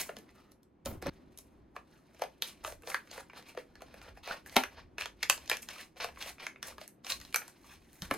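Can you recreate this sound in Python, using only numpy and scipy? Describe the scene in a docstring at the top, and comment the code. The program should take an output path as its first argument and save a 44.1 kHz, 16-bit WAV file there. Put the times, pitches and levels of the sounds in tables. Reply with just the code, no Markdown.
"""A gritty plastic rustle under way and a snap are heard first: scissors cut a card and plastic blister pack.
Shearing is noise roughened by tiny slips, with damped creaks; buckling panels snap as bursts of band noise.
A dropped strip and the table thump as damped tones over rumble and hum; slides and fizz are shaped noise.
A quiet room adds short decaying tails. The stereo is made by phase: left and right differ by a phase
that changes with pitch."""
import sys
import numpy as np
from scipy import signal
from scipy.fft import rfft, irfft, next_fast_len
from scipy.io import wavfile
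from scipy.ndimage import uniform_filter1d, map_coordinates

SR = 44100
rng = np.random.default_rng(int(sys.argv[2]) if len(sys.argv) > 2 else 0)


def makeup_ratio(level_db):
    """Linear amplitude ratio for a level in decibels (20 dB per factor of ten)."""
    decades = np.asarray(level_db, float) / 20
    return 10 ** decades


def put_to_file(sound):
    """Save the sound as 16-bit audio at rate SR, in the file named by the first command-line argument."""
    columns = np.atleast_2d(sound).T  # one column per channel
    safe = np.clip(columns, -1, 1)
    whole_steps = np.round(safe * 32767)
    wavfile.write(sys.argv[1], SR, whole_steps.astype(np.int16))


N = 360297
BREAK_S = 1.098  # snaps, thumps, swells and room tails begun before this time stop dead at it


def unit(x):
    """Normalisation to unit root-mean-square level."""
    return x / np.sqrt(np.mean(x ** 2) + 1e-20)


def along(points, hz):
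    """Interpolation of (Hz, value) points on a logarithmic frequency axis."""
    f, v = np.transpose(points)
    return np.interp(np.log(hz + 1), np.log(f + 1), v)


def level_curve(rows):
    """Envelope in dB, linear between (s, dB) points; -120 dB outside them."""
    s, db = np.transpose(rows)
    return np.interp(np.arange(N) / SR, s, db, -120, -120)


def wobble(rate):
    """Slow random modulation: a smooth curve through random knots, rate of them a second."""
    return map_coordinates(rng.standard_normal(int(N * rate / SR) + 4), [np.arange(N) * rate / SR])


def swell(s, build, hold, db):
    """Gain envelope of build-up, hold and release, linear in dB; full level from time s."""
    build_db, release_db_per_s = 34, 481
    t = np.arange(N) / SR
    drop = build_db * (s - t).clip(0) / build + release_db_per_s * (t - s - hold).clip(0)
    cut_off = (s < BREAK_S) & (t > BREAK_S)
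    heard = (drop < 70) & ~cut_off
    gain = np.zeros(N)
    gain[heard] = makeup_ratio(db - drop[heard])
    return gain


def filtered(x, response):
    """Linear filtering: the spectrum of x times a complex response of frequency."""
    m = next_fast_len(x.shape[-1] + 8192)
    return irfft(rfft(x, m) * response(np.fft.rfftfreq(m, 1 / SR)), m)[..., :x.shape[-1]]


def band(x, lo_hz, hi_hz):
    """Causal third-order band-pass filtering."""
    return signal.sosfilt(signal.butter(3, [lo_hz, min(hi_hz, SR / 2.1)], "band", fs=SR, output="sos"), x)


def body(f, modes, depth):
    """Modal superposition: damped resonances (Hz, width Hz, dB) added to a flat response."""
    response = 1
    for centre, width, db in modes:
        damping = 1j * f * width
        response = response + depth * makeup_ratio(db) * damping / (centre * centre - f * f + damping)
    return response


# likeness of left and right in diffuse sound: frequency_hz, correlation (1 = identical)
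LIKENESS = [(60, .93), (300, 0.86), (800, 0.12), (1300, 0.15), (2200, 1), (4000, 0.61), (7000, 0.1),
            (11000, .5), (13500, 0.3)]


def pair(noise, spectrum):
    """Diffuse-field coherence: mid and side shares of two unrelated noises set the left-right likeness."""
    def shares(hz):
        turn = np.arccos(np.clip(along(LIKENESS, hz), -1, 1)) / 2
        return makeup_ratio(along(spectrum, hz)) * [np.cos(turn), np.sin(turn)]
    mid, side = filtered(noise, shares)
    return unit(np.array([mid + side, mid - side]))


# rumble through table and hands: start_s, level_db
RUMBLE_LEVEL = [(0.0, -68), (0.7, -74), (0.84, -76), (0.86, -49), (0.93, -51), (1.02, -64), (1.07, -55),
                (1.14, -65.5), (2.48, -74.5), (2.71, -64), (3.0, -74), (3.71, -67), (3.96, -72),
                (4.12, -54.5), (4.37, -67), (4.73, -66), (4.78, -60.5), (5.3, -67), (5.37, -62.5),
                (6.44, -71.5), (6.78, -69), (6.87, -83.5), (7.17, -64), (7.42, -74), (7.99, -67),
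                (8.03, -55), (8.12, -50), (8.17, -65)]
# spectrum of the rumble: frequency_hz, relative_level_db
RUMBLE_SPECTRUM = [(12, -47), (20, -4), (37, -8), (54, 2.5), (81, -0.5), (130, -17), (170, -19.5),
                   (290, -120)]
# spectrum of the room hum and booming table top: frequency_hz, relative_level_db
HUM_SPECTRUM = [(53, -49), (90, -13.5), (155, -5), (172, -6), (205, -4.5), (296, -4.5), (393, -6),
                (429, -16.5), (499, -12.5), (568, -15.5), (956, -20), (1290, -24), (16000, -64)]
# table top resounding under dropped pieces: start_s (full level), build_up_s, hold_s, level_db
TABLE_BOOMS = [(0, .01, 0.033, -64), (0.227, 0.22, 0.019, -67), (0.882, 0.0096, 0.075, -50),
               (1.071, 0.073, 0.017, -40), (8.118, .1, .02, -57), (8.16, 0.11, .02, -51)]


def background():
    """Diffuse noise: structure-borne rumble, the room's steady hum and the booming table top."""
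    rumble_gain = makeup_ratio(level_curve(RUMBLE_LEVEL) + 2.8 * wobble(5))
    rumble = rumble_gain * pair(rng.standard_normal((2, N)), RUMBLE_SPECTRUM)
    hum_gain = makeup_ratio(-63.5 + 1.3 * wobble(5.7))
    boom_gain = sum(swell(*row) for row in TABLE_BOOMS)
    return rumble + (hum_gain + boom_gain) * pair(rng.standard_normal((2, N)), HUM_SPECTRUM)


# reverberation time of the room: frequency_hz, t60_s
ROOM_DECAY = [(200, 0.27), (1000, 0.18), (4000, 0.17), (14000, 0.2)]


def room(x):
    """Reverberation: each stretch of sound meets a fresh diffuse tail that decays by frequency."""
    step, stop, delay = SR // 5, round(BREAK_S * SR), 130  # samples
    first = stop % step  # one stretch then ends exactly at the break
    out = np.zeros((2, N + SR))
    for a in np.arange(first - step, N, step).clip(0):
        b = a + step if a else first
        hz, t, z = signal.stft(rng.standard_normal((2, SR // 3)), SR, nperseg=256)
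        decay = makeup_ratio(-60 * t / along(ROOM_DECAY, hz)[:, None])
        tail = signal.istft(z * decay, SR, nperseg=256)[1]
        tail = pair(tail, [(100, 0)]) / np.sqrt(tail.shape[1])  # flat spectrum
        wet = signal.fftconvolve(x[None, a:b], np.pad(tail, ((0, 0), (delay, 0))), axes=1)
        end = min(a + wet.shape[1], stop if a < stop else N + SR)
        out[:, a:end] += wet[:, :end - a]
    return out[:, :N]


# strip and table top thumping, whole pack flexing: start_s, level_db (before a common trim), pitch_hz, t60_s
THUMP_RINGS = [(0.171, -46, 204, 0.15), (0.86, -29, 547, 0.09), (0.912, -41.5, 560, 0.069),
               (1.062, -25, 570, 0.1), (0.864, -32, 218, 0.048), (0.885, -38, 124, 0.056),
               (0.914, -45.5, 82.8, 0.2), (0.938, -36.5, 140.6, 0.049), (0.973, -37.5, 82, 0.11),
               (1.029, -36.5, 355, 0.058), (1.061, -31.5, 195, 0.042), (1.077, -36.5, 147, 0.25),
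               (4.566, -24, 253, 0.16), (8.023, -32, 180, 0.077), (8.06, -42, 78.5, 0.095),
               (8.113, -30.5, 540, .06), (8.116, -24.5, 266, 0.038)]


def thumps():
    """Impact excitation of low modes: a softly started, decaying sine whose phase wanders at random."""
    t = np.arange(SR // 4) / SR
    softness = 1 - np.exp(-t / 0.001)
    out = np.zeros(N + SR)
    for s, db, hz, t60 in THUMP_RINGS:
        wander = 0.043 * np.cumsum(rng.standard_normal(len(t)))
        ring = np.sin(2 * np.pi * hz * t + wander) * softness
        if s < BREAK_S:
            ring[round((BREAK_S - s) * SR):] = 0
        out[round(s * SR):][:len(t)] += makeup_ratio(db - 1.5 - 60 * t / t60) * ring
    return out[:N]


# thin plastic strip slapping and slipping: start_s (full level), build_up_s, hold_s, level_db
STRIP_FIZZ = [(0, .01, .01, -45), (0.86, .004, 0.035, -49), (1.026, .004, .01, -69),
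              (7.928, .01, 0.046, -70)]


def fizz():
    """Amplitude-modulated band noise: the fluttering top treble of the thin strip."""
    gain = sum(swell(*row) for row in STRIP_FIZZ)
    return gain * makeup_ratio(2.5 * wobble(90)) * unit(band(rng.standard_normal(N), 10500, 15500))


# card sliding over the blades: start_s (full level), build_up_s, hold_s, level_db, lowest_ring_hz,
# upper_ring_tilt_db_per_octave
CARD_SLIDES = [(0.354, .02, 0.046, -62.5, 1250, -18), (.44, .05, 0.077, -70, 1280, -11),
               (4.234, .01, 0.083, -49.5, 900, 0), (7.7, .1, 0.026, -55, 1160, -1.5)]
# rings of the sliding card: multiples of the lowest ring [ratio]
RING_RATIOS = [1, 1.4, 2.15, 2.9, 4.6]


def slides():
    """Steady friction: even noise heard only through a few resonances of the sliding card."""
    width_hz = 170
    out = np.zeros(N)
    for s, build, hold, db, hz, tilt_db in CARD_SLIDES:
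        modes = [(k * hz, width_hz, tilt_db * np.log2(k)) for k in RING_RATIOS]
        friction = filtered(rng.standard_normal(N), lambda f: body(f, modes, depth=1) - 1)
        out += swell(s, build, hold, db) * unit(friction)
    return out


def creaks(pitch_hz, count, cycles, spread):
    """Damped free vibration: short rings of small buckles scattered around the creak pitch."""
    draw = rng.random((count, 2))
    at = (draw[:, 0] * N).astype(int)
    hz = (pitch_hz[at] * np.exp(spread * rng.standard_normal(count))).clip(400, 9000)[:, None]
    k = np.arange(600)
    size = makeup_ratio(-4 * np.log(draw[:, 1:] + 0.015))  # many small buckles, few large
    rings = np.sin(2 * np.pi * hz * k / SR) * np.exp(-hz * k / SR / cycles) * size
    return unit(np.bincount((at[:, None] + k).ravel(), rings.ravel(), N + len(k))[:N])


# strokes of shearing and rubbing: start_s (full pressure), build_up_s, hold_s, rustle_level_db, creak_pitch_hz,
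# grit_over_rustle_db; levels are set before the layer trims
SHEAR_STROKES = [(0, .01, .001, -34.5, 2200, 4), (0.065, 0.023, 0.013, -64.5, 2037, 8.5),
                 (0.284, 0.033, 0.0057, -71, 1836, -4), (0.352, .02, .08, -72, 1351, -6),
                 (0.858, 0.0035, .001, -41, 1150, -7), (.91, .01, .001, -51, 1227, 3.5),
                 (1.026, .005, 0.018, -52, 1203, -13.5), (1.06, .01, 0.032, -47.5, 1467, -23),
                 (1.386, .01, 0.0011, -65, 2600, 13.5), (1.758, 0.043, 0.011, -61.5, 1130, -9),
                 (2.433, .01, 0.064, -48.5, 3080, -3.5), (2.641, 0.016, 0.063, -49.5, 1464, 2.5),
                 (2.881, 0.05, .05, -47.5, 1700, 0.5), (3.13, 0.04, 0.076, -49.5, 1600, -5),
                 (3.376, 0.07, .003, -46, 1626, -8), (3.488, 0.052, .001, -46, 2355, -9),
                 (3.585, .005, 0.0045, -49.5, 1877, -7), (3.811, 0.025, .001, -74.5, 1566, -6.5),
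                 (4.088, 0.58, .003, -54.5, 1557, -10), (4.174, 0.031, .001, -57, 1720, -8),
                 (4.236, 0.014, .05, -46.5, 4170, -18.5), (4.299, .03, 0.035, -41.5, 1302, -10),
                 (4.363, 0.013, .01, -57.5, 2450, -12), (4.479, .06, .07, -53, 2000, -4.5),
                 (4.719, 0.025, .003, -58, 1790, -10), (4.789, 0.087, .003, -49.5, 1658, -19),
                 (4.986, .004, 0.045, -41, 2900, -10.5), (5.221, 0.047, .01, -50.5, 2400, -12),
                 (5.42, 0.068, .03, -57.5, 2304, -4.5), (5.53, 0.035, .003, -37, 2406, -11.5),
                 (5.621, 0.0062, .001, -53.5, 2347, 6.5), (5.701, 0.014, .01, -44, 2240, -7),
                 (5.811, 0.15, 0.0033, -41.5, 2450, -5), (5.972, 0.02, .02, -54, 1885, -6.5),
                 (6.002, 0.0052, 0.043, -39, 2086, -12), (6.211, 0.094, 0.088, -45.5, 2200, -3),
                 (6.397, .02, 0.037, -51.5, 2215, -12), (6.434, 0.054, 0.04, -53, 1827, -3.5),
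                 (6.642, .005, 0.063, -50, 1760, -1.5), (6.815, 0.032, 0.0032, -48, 2030, -4.5),
                 (7.048, 0.018, 0.03, -50, 1905, -1.5), (7.1, 0.022, .015, -31, 3906, -2.5),
                 (7.199, .02, .1, -60, 3377, -3), (7.415, .02, 0.0034, -55.5, 1527, -17.5),
                 (7.491, .06, .003, -56.5, 1807, -2.5), (7.71, 0.18, 0.028, -61, 2500, -0.5),
                 (7.932, 0.126, 0.087, -77.5, 1897, 12), (8.03, .01, .02, -51, 1740, 1.5)]
# faint rustle of fingers on the pack: start_s, level_db (before the layer trims)
FINGER_RUSTLE = [(0, -64.5), (.5, -76), (.57, -94), (1.09, -94), (1.11, -65), (1.25, -78), (1.35, -73),
                 (1.5, -76), (1.75, -89), (1.95, -66), (2.03, -74.5), (2.2, -63.5), (2.3, -70.5),
                 (2.56, -74), (2.62, -64), (2.7, -82), (3.02, -69), (3.1, -62.5), (3.2, -84.5),
                 (6.9, -77.5), (6.98, -91), (7.4, -70), (7.55, -68.5), (7.85, -69), (8.1, -64), (8.17, -50)]
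# spectrum of the card's hiss: frequency_hz, relative_level_db
CARD_SPECTRUM = [(220, -35.5), (380, -13.5), (499, -0.5), (956, -3), (1060, -18), (1400, -4.5), (1820, -35),
                 (3080, -120)]
# spectrum of the pack's rustle: frequency_hz, relative_level_db
RUSTLE_SPECTRUM = [(650, -45), (1100, 4.5), (1300, -11.5), (1570, -2.5), (1810, -4), (2390, 0.5),
                   (3480, -3.5), (4150, -5), (5600, -5), (7280, -24), (12300, -120)]
# spectrum of the grit: frequency_hz, relative_level_db
GRIT_SPECTRUM = [(2940, -31.5), (5000, -10), (5800, -2), (6510, -5), (8510, -1), (13700, -10),
                 (16000, -18.5), (16400, -41)]
# resonances of the rubbing blades: frequency_hz, width_hz, level_db (before the depth factor)
BLADE_MODES = [(820, 33, -13.5), (2400, 120, -4), (4150, 440, 6.5), (6650, 340, -2.5)]


def shear():
    """Stick-slip friction: tiny slips roughen the hiss of card, pack and grit, with creaks and crackle."""
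    levels = makeup_ratio(level_curve(FINGER_RUSTLE) + [[0], [-8], [-5.5]])  # rustle, card, grit
    for s, build, hold, db, hz, grit_db in SHEAR_STROKES:
        card_db = -5 - 10.5 * np.log2(hz / 2000)  # low creaks come from the card side
        levels = levels + swell(s, build, hold, db) * makeup_ratio([[0], [card_db], [grit_db]])
    rustle, card, grit = uniform_filter1d(levels, size=130, axis=1)

    s, _, hold, _, creak_hz, _ = np.transpose(SHEAR_STROKES)
    pitch_hz = np.interp(np.arange(N) / SR, s + hold / 2, creak_hz)
    effort_db = 0.94 * wobble(40) + 1.8 * wobble(130)  # shared by creaks and hiss layers
    slips_per_s, slip_decay_s = 400, 0.00096
    slip_size = makeup_ratio(0.83 * rng.exponential(size=N).clip(0, 3.5))
    slips = (rng.random(N) < slips_per_s / SR) * slip_size
    grains = signal.lfilter([1], [1, -np.exp(-1 / (slip_decay_s * SR))], slips)

    def layer(level, spectrum, gritty):
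        flutter = makeup_ratio(effort_db + 2.6 * wobble(70))  # each layer also flutters alone
        hiss = flutter * (1 + gritty * grains) * rng.standard_normal(N)
        return level * unit(filtered(hiss, lambda hz: makeup_ratio(along(spectrum, hz))))

    creak = makeup_ratio(-6 + effort_db) * rustle * creaks(pitch_hz, count=6000, cycles=4.6, spread=0.14)
    crackle = makeup_ratio(-9.5 + 4.5 * wobble(25)) * rustle * creaks(pitch_hz, count=900, cycles=3.9, spread=0.55)
    squeal = makeup_ratio(-16.5) * rustle * creaks(pitch_hz, count=2500, cycles=12.0, spread=0.054)
    pack_hiss = makeup_ratio(-2.5) * layer(rustle, RUSTLE_SPECTRUM, gritty=0.24)
    card_hiss = layer(card, CARD_SPECTRUM, gritty=0.74)
    grit_hiss = layer(grit, GRIT_SPECTRUM, gritty=0.61)
    rubbing = creak + crackle + squeal + pack_hiss + card_hiss + grit_hiss
    return filtered(rubbing, lambda f: body(f, BLADE_MODES, depth=0.36))


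# snaps and knocks: start_s (the break), rattle_level_db, panel_pitch_hz, click_over_rattle_db,
# crack_over_rattle_db; levels are set before the band trims
PANEL_SNAPS = [(.0923, -29, 664, -23, -31), (.167, -38, 820, -1.5, -10), (.1872, -52.5, 422, 0, 6),
               (0.2912, -54, 2100, -6, -30), (.5183, -62, 580, 5, 8.5), (.6314, -71, 1044, 8, 10.5),
               (.8584, -35, 540, -2.5, 3), (1.0241, -34.5, 400, -10, -9), (1.068, -29, 544, -11.5, -15),
               (1.3748, -58.5, 3800, 4, 16), (1.3872, -55, 401, 4, 13.5), (1.7638, -31, 1050, -19, -21.5),
               (2.1465, -50, 604, -8, -19), (2.1944, -45, 490, -12, -11), (2.2196, -21.5, 710, -10, -16.5),
               (2.2374, -36, 716, -3, -10.5), (2.4217, -24.5, 3740, -0.5, -2.5),
               (2.6476, -28.5, 1240, -6.5, -28), (2.6758, -34, 590, -6.5, -17.5),
               (2.7224, -40, 566, -6, -6), (2.8216, -56.5, 1482, -5, 4), (2.8347, -43, 525, -19, -17.5),
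               (2.873, -35, 553, -3.5, -15), (2.9003, -35, 1330, -2, -15.5),
               (2.9442, -20.5, 1510, -13, -13.5), (3.0732, -47.5, 2260, -8, -20),
               (3.1133, -46, 593, 12, -7.5), (3.1782, -34, 604, -18, -15.5),
               (3.2982, -41.5, 2300, -18, -26.5), (3.3331, -40.5, 1620, -24, -21.5),
               (3.425, -49, 2100, -2, -12), (3.5493, -45, 690, -14, -15), (3.5744, -30, 514, -14, -23),
               (3.7547, -41.5, 1730, -8, -22), (3.8067, -45, 1110, -14, -21), (3.8197, -40, 500, -9.5, -10),
               (3.9414, -41.5, 625, -10, -12), (4.0155, -41, 2530, -6.5, -21),
               (4.1724, -43.5, 820, -19, -18.5), (4.2748, -31, 816, -14, -16),
               (4.4613, -44.5, 1720, -15, -5.5), (4.4733, -53, 1700, -9.5, 5), (4.4955, -49.5, 2100, 5, -8),
               (4.5655, -5.5, 813, -8.5, -10.5), (4.6362, -23, 2010, -9, -13.5),
               (4.9822, -26, 2540, -11, -19), (5.0097, -27.5, 2600, -6, -22), (5.02, -29, 2900, -5.5, -17),
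               (5.033, -41.5, 3220, -10, -18), (5.0574, -27, 3280, -6, -15), (5.2287, -27.5, 1950, 2, -9),
               (5.2316, -23, 2110, -1.5, -11), (5.2983, -12.5, 2780, 0, -2), (5.3774, -41, 942, 3, -16.5),
               (5.4595, -55.5, 2360, 4, 2.5), (5.477, -49.5, 550, 11, -3), (5.4976, -22, 1780, 4, -4.5),
               (5.5144, -16.5, 2500, -12, -17.5), (5.5407, -41, 2460, 2, -2.5),
               (5.5694, -37.5, 3320, -2, 1), (5.6283, -42.5, 2500, -4, -7), (5.6874, -32.5, 1600, 1.5, -13),
               (5.9604, -52.5, 703, -8, -19.5), (6.0024, -40, 607, -21, -19),
               (6.0444, -29.5, 495, -1.5, -8), (6.0873, -36, 905, -19, -17), (6.16, -48, 2180, -8, -26),
               (6.1724, -36.5, 1110, -23, -37), (6.2246, -41, 2460, 6.5, -23),
               (6.3825, -41, 2410, -21, -29), (6.4666, -26, 2100, -8, -18), (6.559, -43.5, 2440, -24, -32),
               (6.6282, -31.5, 1640, 1, -5.5), (6.7814, -39, 1170, -6.5, -16.5),
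               (6.8138, -43.5, 610, 2, -12), (6.8777, -52.5, 2780, -4.5, 13),
               (7.0466, -43, 1120, 7.5, -15.5), (7.0668, -38, 1480, 1.5, -9.5),
               (7.1019, -45, 3950, 20, -4.5), (7.1206, -37.5, 3900, 14, -6), (7.2007, -48, 4350, 3, 0),
               (7.2133, -42.5, 2030, 1, -6.5), (7.2499, -45, 3840, 0.5, -7), (7.3265, -46, 2370, 0, -2.5),
               (7.3438, -20, 2400, -5, -5), (7.3595, -22, 1360, -8, 3), (7.418, -36.5, 1370, -17, -26),
               (7.4795, -48, 930, 3, 6), (7.9304, -61, 1694, 0, 10), (8.0204, -35.5, 1660, 5, -4.5),
               (8.111, -18, 1070, -14, -16), (8.1399, -31.5, 426, -12.5, -2), (8.1469, -36.5, 610, -6, -8)]
# resonances of the pack's body: frequency_hz, width_hz, level_db (before the depth factor)
PACK_MODES = [(253, 36, 10.5), (456, 15, -10), (813, 13, -16), (1720, 67, 2), (2200, 25, -33.5),
              (2540, 100, -10.5), (4220, 92, 0), (6200, 140, -22.5)]


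def snaps():
    """Buckling instability: a panel gives with thud, rattle, click and crack and rings at its pitch."""
    lead_in_s = 0.008
    t = np.arange(SR // 8) / SR - lead_in_s
    s, db, hz, click_db, crack_db = np.transpose(PANEL_SNAPS)[..., None]
    thud_db = -9.5 - 4.5 * np.log2(hz / 1000)  # big low panels thud more
    # a fold creeps before it gives, big low panels most
    creep_db = -15.5 - 6.6 * np.log2(hz / 800) + 1600 * t
    creep = np.where(t < 0, makeup_ratio(creep_db), 1)
    noise = rng.standard_normal((len(PANEL_SNAPS), 4, len(t)))

    def fade(t60):
        return creep * makeup_ratio(-60 * (t - 0.0013).clip(0) / t60)  # the break itself lasts a moment

    def burst_band(index, fast_t60, slow_share, slow_t60, lo_hz, hi_hz):
        envelope = fade(fast_t60) + slow_share * fade(slow_t60)
        return band(envelope * noise[:, index], lo_hz, hi_hz)

    thud = makeup_ratio(thud_db + 11) * burst_band(0, 0.023, 0.24, 0.029, 395, 820)
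    rattle = makeup_ratio(-0.5) * burst_band(1, 0.011, 0.24, 0.13, 900, 2644)
    click = makeup_ratio(click_db + 2.5) * burst_band(2, 0.0047, 0.091, 0.063, 2600, 6620)
    crack = makeup_ratio(crack_db + 1.5) * burst_band(3, 0.0046, 0.033, 0.05, 5600, 13000)
    bursts = makeup_ratio(db) * (thud + rattle + click + crack)
    bursts[(s < BREAK_S) & (s + t > BREAK_S)] = 0

    out = np.zeros(N + SR)
    starts = np.round((s[:, 0] - lead_in_s) * SR).astype(int)
    for at, pitch, burst in zip(starts, hz[:, 0], bursts):
        ring = 1.89 * signal.lfilter(*signal.iirpeak(pitch, 6.5, SR), burst)
        out[at:at + len(t)] += burst + ring
    return filtered(out[:N], lambda f: body(f, PACK_MODES, depth=0.52))


def scene():
    """Superposition of direct sound, reverberation and background."""
    hits = snaps()
    rub = shear() + slides() + fizz()
    direct = hits + thumps() + makeup_ratio(-4.5) * rub
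    reverberant = room(makeup_ratio(-6) * hits + makeup_ratio(-10.5) * rub)
    return direct + reverberant + background()


# phase by which the left channel leads the right: frequency_hz, lead_rad
LEFT_LEAD = [(0, 0), (1120, 0.0), (1460, 0.5), (2070, 0.0), (4130, -0.4), (5430, -1.1), (5680, -2.4),
             (6120, -6.0), (6460, -7.0), (7320, -8.2), (8010, -8.6), (8610, -8.5), (11900, -6.6),
             (16100, -6.1)]


def low_pass(x):
    """Removes everything above the highest recorded frequency."""
    return signal.sosfilt(signal.butter(12, 16570, fs=SR, output="sos"), x)


def record(dry):
    """Interchannel phase: left and right share the frequency-dependent phase difference, half each."""
    stereo = filtered(dry, lambda hz: np.exp(0.5j * along(LEFT_LEAD, hz) * [[1], [-1]]))
    return low_pass(stereo)


dry = scene()
out = record(dry)
put_to_file(out)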